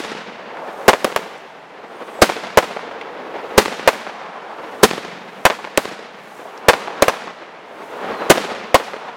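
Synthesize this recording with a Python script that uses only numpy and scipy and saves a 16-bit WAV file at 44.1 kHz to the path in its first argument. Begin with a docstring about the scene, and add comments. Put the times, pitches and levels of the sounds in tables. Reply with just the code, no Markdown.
"""A firework cake fires in the open at night: lift charges thump out of the tubes, shells crack overhead.
Around the bangs, flame rushes and roars, fuse sparks hiss, escaping gas whistles thinly,
spinning comets whoosh upward and single stars pop, all over a quiet bed of night air.
Ground and nearby walls double each shock; houses and trees send back echoes and a long wash.
The small microphone stands so close that it overloads on the bangs."""
import sys
import numpy as np
from scipy import signal
from scipy.fft import rfft, irfft, next_fast_len
from scipy.io import wavfile

SR = 44100
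rng = np.random.default_rng(int(sys.argv[2]) if len(sys.argv) > 2 else 0)


def wav_out(sig):
    """Save sig, one row per channel (or a flat mono array), as 16-bit PCM at SR to the path in sys.argv[1]."""
    wavfile.write(sys.argv[1], SR, np.round(np.clip(np.atleast_2d(sig).T, -1, 1) * 32767).astype(np.int16))


N = 403956
TIME = np.arange(N) / SR
AGE = np.arange(2 ** 16) / SR  # seconds since an impulse
CLUTTER_DB = -3  # scatter off things on the ground, against the direct shock

# cue list of the lift charges: (time [s], shock level [dB], shock pitch [Hz], gas jet level [dB],
# jet decay [s], echo send [dB], flame level [dB], flame swell [s])
LIFT_CHARGES = [(-.1, 19, 378, -2.5, .006, 12.5, -32, 1.0), (1.0452, 4, 380, -4, 0.00088, 1.5, -33.5, 2.4),
                (2.2190, 22, 420, 2, 0.0056, 12, -33, .9),
                (3.5788, 20.5, 370, -0.5, 0.0071, 12.5, -29.5, 2.2),
                (4.832, 21.5, 310, 3.5, 0.0084, 11, -32.5, 1.1), (5.775, 7, 390, 0.5, .0016, 6, -37.5, 2.0),
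                (7.0224, 14, 465, 2.5, 0.0023, 5, -32, 1.3), (8.3004, 23.5, 382, 3, 0.0079, 13, -25.5, .85)]


def undb(db):
    """Decibels to gain."""
    return 10 ** (np.asarray(db) / 20)


def unit(x):
    """Scale to rms 1."""
    return x / np.std(x)


def butter(x, hz, kind, order=2):
    """Causal low-pass or high-pass."""
    return signal.sosfilt(signal.butter(order, hz, kind, fs=SR, output="sos"), x)


def resonance(x, hz, width_hz):
    """Two-pole band-pass with gain 1 at its centre."""
    return signal.lfilter(*signal.iirpeak(hz, hz / width_hz, fs=SR), x)


def noise(spectrum):
    """Noise of rms 1, shaped by an EQ curve of (frequency [Hz], level [dB]) points."""
    hz, db = np.transpose(spectrum)
    white = rng.standard_normal(next_fast_len(N))
    bin_hz = np.maximum(np.fft.rfftfreq(len(white), 1 / SR), 1)
    gain = undb(np.interp(np.log(bin_hz), np.log(hz), db))
    return unit(irfft(rfft(white) * gain, len(white))[:N])


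def wobble(rate):
    """Random modulation of spread 1 that glides to a new value rate times a second."""
    return unit(np.interp(TIME * rate, np.arange(2 ** 14), rng.standard_normal(2 ** 14)))


def add(track, s, sound):
    """Mix a sound into the track at time s."""
    start = int(round(s * SR))
    part = sound[max(-start, 0):max(len(track) - start, 0)]
    track[max(start, 0):max(start, 0) + len(part)] += part


def scatter(decay_s):
    """A fading cluster of tiny reflections, of energy 1."""
    age = AGE[:len(AGE) // 4]
    cluster = rng.standard_normal(len(age)) * np.exp(-age / decay_s)
    return cluster / np.linalg.norm(cluster)


def night_air():
    """A quiet, steady bed of outdoor noise, strongest in the mids."""
    # tone of the bed: (frequency [Hz], level [dB])
    night_spectrum = [(15, -74), (25, -43), (70, -18.5), (118, -24), (141, -8), (291, -14.5), (367, -21),
                      (541, -9), (682, -1.5), (930, -7.5), (2750, -19.5), (12000, -48.5), (15600, -79),
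                      (22000, -120)]
    return noise(night_spectrum) * undb(-42)


def gas_whistles():
    """Gas squeezing through a narrow gap sings a thin, unsteady note."""
    # one glide per whistle, each a list of (time [s], pitch [Hz], level [dB])
    glides = [
        [(1.86, 7840, -70), (1.95, 9000, -66), (2.06, 9050, -62), (2.21, 7600, -53)],
        [(8.08, 4120, -62), (8.15, 4250, -49), (8.22, 4060, -43), (8.3, 3870, -49)],
    ]
    out = np.zeros(N)
    for glide in glides:
        s, hz, db = np.transpose(glide)
        pitch = np.interp(TIME, s, hz) * (1 + .032 * wobble(1700))
        envelope = undb(np.interp(TIME, s, db)) * (TIME > s[0]) * (TIME < s[-1])
        out += envelope * np.sin(2 * np.pi * np.cumsum(pitch) / SR)
    return out


def comet_whooshes():
    """A spinning comet swells and fades with a hollow, fluttering note of air."""
    # comets in flight: (start [s], end [s], band centre [Hz], level [dB])
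    flights = [(0.525, 0.946, 656, -32), (2.837, 3.72, 570, -46.5), (3.888, 4.85, 870, -37),
               (6.42, 7.34, 990, -36.5), (7.973, 8.394, 990, -34), (8.8, 9.305, 920, -36.5)]
    out = np.zeros(N)
    for start, end, hz, db in flights:
        air = resonance(resonance(rng.standard_normal(N), hz, 0.88 * hz), hz, 0.88 * hz)
        progress = np.clip((TIME - start) / (end - start), 0, 1)
        swell = np.sqrt(np.abs(np.sin(np.pi * progress)))
        out += undb(db) * swell * unit(air)
    return out * undb(1.5 * wobble(35))


def flare(s, swell_s, hold_s, growth, fade_db_per_s):
    """Envelope of a fire that swells to 1 at time s, holds, then dies away."""
    swell = np.clip(1 + (TIME - s) / swell_s, 0, 1) ** growth
    return swell * undb(-fade_db_per_s * np.maximum(TIME - s - hold_s, 0))


def flame_and_sparks():
    """Turbulent flame swells before each shot and leaves with the comet; the fuse sputters sparks."""
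    # midrange rush of the flame: (frequency [Hz], level [dB])
    rush_spectrum = [(59, -60), (100, -26), (162, -13), (360, -5.5), (393, -2.5), (495, -2.5), (682, -5.5),
                     (875, -4.5), (1290, -10), (1600, -12), (3630, -25), (4030, -28), (4490, -30.5),
                     (7000, -44), (9100, -74.5), (15400, -120)]
    # bass roar under it: (frequency [Hz], level [dB])
    roar_spectrum = [(30, -4), (110, -5), (220, -3.5), (420, 1), (700, -21), (2000, -18), (8000, -65)]
    # bright hiss of sparks: (frequency [Hz], level [dB])
    hiss_spectrum = [(1500, -9), (3500, -11), (6000, 0.5), (9000, -3), (12000, -5.5), (16000, -9)]
    # spark sprays from the fuse: (peak time [s], swell [s], hold [s], level [dB])
    sprays = [(.86, .42, 0.24, -52), (2.21, 0.47, .02, -53.5), (3.6, 0.6, 0.18, -58),
              (4.82, 0.45, .03, -54.5), (5.436, 0.36, .02, -56.5), (6.368, 0.33, .03, -53.5),
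              (7.847, 0.26, 0.4, -56), (8.85, .3, 0.044, -63)]
    flame_power = undb(-49) ** 2  # embers smoulder between shots
    full_burn_s = 0.046  # the flame holds at full strength just before the shot
    for s, *_, db, swell_s in LIFT_CHARGES:
        flame = flare(s - full_burn_s, swell_s, full_burn_s, growth=1.51, fade_db_per_s=21.5)
        flame_power = flame_power + (undb(db) * flame) ** 2
    spark_power = flame_power * undb(-35.5) ** 2  # the flame carries sparks of its own
    for s, swell_s, hold_s, db in sprays:
        spray = flare(s, swell_s, hold_s, growth=1.44, fade_db_per_s=43)
        spark_power = spark_power + (undb(db) * spray) ** 2
    rush_db, hiss_db = 10 * np.log10(flame_power), 10 * np.log10(spark_power)
    roar_db = 8 + 1.89 * rush_db  # a harder flame roars lower: the bass grows faster than the rush
    rush = noise(rush_spectrum) * undb(rush_db + 2.0 * wobble(45))
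    flutter_db = 3 * wobble(30)
    roar = noise(roar_spectrum) * undb(roar_db + flutter_db)
    hiss = noise(hiss_spectrum) * undb(hiss_db + 1.1 * wobble(280))
    return rush + roar + butter(hiss, 1500, "high")


def star_pops():
    """Single stars go off with a small, scattered snap, dulled by distance."""
    # pops of burning stars: (time [s], peak level [dB], pitch [Hz])
    pops = [(.57, -23.5, 1450), (1.379, -44, 8000), (2.19, -17, 514), (3.012, -18.5, 2320),
            (6.454, -20.5, 600), (6.576, -33, 5100)]
    out = np.zeros(N)
    for s, db, hz in pops:
        snap = resonance(resonance(scatter(0.0046), hz, .5 * hz), hz, .5 * hz)
        add(out, s, undb(db) * snap / np.abs(snap).max())
    return out


def far_path(echoes, wash_db, dull_hz):
    """Reverb tail: dull, ragged echoes from houses over a patchy wash whose treble dies first."""
    # wash from trees and fences: (band [Hz], level [dB], time to fall 60 dB [s])
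    wash_bands = [(105, -38, 2.2), (188, -2.5, 2.27), (285, -43.5, 2), (795, -22, 2.3), (2090, -4.5, 2.47),
                  (4010, -4.5, 1.46), (8400, -7.5, 0.67), (14900, -9, 0.3)]
    path = np.zeros(len(AGE))
    for s, db, smear_s in echoes:
        add(path, s, undb([db - 7]))  # the hard edge of the echo
        add(path, s, undb(db) * scatter(smear_s))
    path = butter(path, dull_hz, "low")
    spectrum = rfft(rng.standard_normal(len(AGE)))
    log_hz = np.log(np.fft.rfftfreq(len(AGE), 1 / SR) + 1)
    log_centres = np.log([hz for hz, *_ in wash_bands])
    # long waves come back in lumps from big things, short waves evenly from leaves
    lumps_db = 3.5 * wobble(70)[:len(AGE)]
    for solo, (hz, db, t60) in zip(np.eye(len(wash_bands)), wash_bands):
        band = irfft(spectrum * np.interp(log_hz, log_centres, solo, left=0))
        attack = 1 - np.exp(-AGE * (1 + hz / 700) / 0.048)  # the lows come late
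        fade = np.log(1000) / t60
        decay = np.sqrt(2 * fade / SR) * np.exp(-fade * AGE)  # energy 1 at any length
        path += undb(db + wash_db + lumps_db / (1 + hz / 2500)) * band * attack * decay
    return path


def near_path(reflections, clutter_s, dull_hz):
    """The direct sound, then duller early reflections and scatter from clutter on the ground."""
    path = np.zeros(len(AGE))
    # small things scatter little of the long waves
    add(path, .002, undb(CLUTTER_DB) * butter(scatter(clutter_s), 240, "high", order=1))
    for ms, db in reflections:
        add(path, ms / 1000, undb([db]))
    path = butter(path, dull_hz, "low", order=1)
    path[0] += 1
    return path


def shock(hz, damping):
    """A blast wave: a sheer pressure front, then suction and a small rebound."""
    phase = 2 * np.pi * hz * AGE[:SR // 20]
    return np.exp(-damping * phase) * (np.cos(phase) - damping * np.sin(phase))


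def wall_slaps():
    """Bursts slap back off a tall wall, sooner or later as each shell stands in the sky."""
    # slapbacks: (time [s], level [dB])
    slaps = [(0.9323, 5.5), (2.6264, -10), (3.92, -23), (5.5006, 1.5), (6.7340, 2), (7.1344, -15),
             (8.7879, -27)]
    # early reflections of a slap off nearby hard surfaces: (delay [ms], level [dB])
    reflections = [(1.7, -4), (5.0, 2), (6.8, -34)]
    out = np.zeros(N)
    for s, db in slaps:
        near = butter(near_path(reflections, clutter_s=0.016, dull_hz=6000), 4400, "low")
        add(out, s, undb(db) * signal.fftconvolve(near, shock(540, damping=0.7)))
    return out


def shell_bursts():
    """Each shell cracks overhead; its shock comes down on the ground and echoes off the houses."""
    # bursts: (time [s], shock level [dB], shock pitch [Hz], echo send [dB], house echo trim [dB])
    shells = [(0.8808, 26.5, 545, 10.5, -4), (1.1621, 5, 665, 2, -8), (2.5732, 21, 529, 10.5, -1),
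              (3.8757, 19, 554, 10.5, -4), (5.4523, 22, 680, 9, 1.5), (6.6843, 25.5, 605, 11.5, -3),
              (7.082, 11, 634, 4, -1), (8.7438, 21, 550, 9.5, -1.5)]
    # early reflections of a burst off nearby hard surfaces: (delay [ms], level [dB])
    reflections = [(1.7, 2.5), (9.5, -12.5), (11.2, -23), (13.1, -14), (15.1, -13)]
    # echoes of a burst off house fronts: (delay [s], level [dB], smear [s])
    house_echoes = [(.056, -11.5, 0.023), (.137, -19.5, 0.014), (.191, -17.5, 0.0035),
                    (.197, -15.5, 0.0013), (.220, -19.5, .006), (.339, -18.5, 0.021)]
    out = np.zeros(N)
    for s, db, hz, send_db, trim_db in shells:
        crack = shock(hz, damping=0.59)
        # the casing tears in the first milliseconds and roughens the front
        crack += undb(-24) * rng.standard_normal(len(crack)) * np.exp(-AGE[:len(crack)] / 0.002)
        near = near_path(reflections, clutter_s=0.011, dull_hz=3530)
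        add(out, s, undb(db) * butter(signal.fftconvolve(near, crack), 100, "high", order=1))
        # how well the houses face the shell depends on where it opens
        echoes = np.array(house_echoes) + [0, trim_db, 0]
        far = far_path(echoes, wash_db=-3.0, dull_hz=2630)
        add(out, s, undb(send_db) * signal.fftconvolve(far, shock(hz, damping=0.52)))
    return out


def lift_thumps():
    """Each lift charge thumps and spits a jet of gas as the shell clears the tube mouth."""
    # early reflections of a thump off nearby hard surfaces: (delay [ms], level [dB])
    reflections = [(1.9, -2.5), (5.2, 2), (7.0, -12), (18.8, -19.5), (23.8, -22)]
    # echoes of a thump off house fronts: (delay [s], level [dB], smear [s])
    house_echoes = [(.0738, -16, 0.0017), (.0792, -11, .003), (.102, -19.5, 0.0028), (.139, -22, 0.0095),
                    (.147, -20, .005), (.217, -21, .006), (.250, -25.5, 0.0047), (.283, -28.5, 0.0092)]
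    leak_s = 0.0034  # gas leaks past the shell just before it leaves
    out = np.zeros(N)
    for s, db, hz, jet_db, jet_s, send_db, *_ in LIFT_CHARGES:
        near = near_path(reflections, clutter_s=0.01, dull_hz=5000)
        far = far_path(house_echoes, wash_db=1.5, dull_hz=5000)
        add(out, s, signal.fftconvolve(undb(db) * near + undb(send_db) * far, shock(hz, damping=0.66)))
        gas = unit(butter(rng.standard_normal(len(AGE)), 4200, "low", order=1))
        add(out, s, undb(jet_db) * gas * np.exp(-AGE / jet_s))
        add(out, s - leak_s, undb(db - 43.5) * gas[-int(leak_s * SR):])
    return out


def scene():
    """Mono mix of bangs and flame over the night air."""
    bed = night_air()
    bangs = lift_thumps() + shell_bursts() + wall_slaps() + star_pops()
    fire = flame_and_sparks() + comet_whooshes() + gas_whistles()
    return (bed + bangs + fire)[None]


def record(dry):
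    """The microphone colours and sheds the bass, clips hard on the bangs and cuts the top."""
    # bumps and dips of the microphone in its case: (centre [Hz], width [Hz], gain [dB])
    case_eq = [(144, 74, -5.5), (201, 85, 0.5), (378, 63.7, -1), (450.5, 74, 2)]
    for hz, width_hz, db in case_eq:
        dry = dry + (undb(db) - 1) * resonance(dry, hz, width_hz)
    clipped = np.clip(butter(dry, 95, "high"), -1, 1)
    high_cut = signal.ellip(8, .2, 60, 16000, fs=SR, output="sos")
    return signal.sosfilt(high_cut, clipped)


dry = scene()
out = record(dry)
wav_out(out)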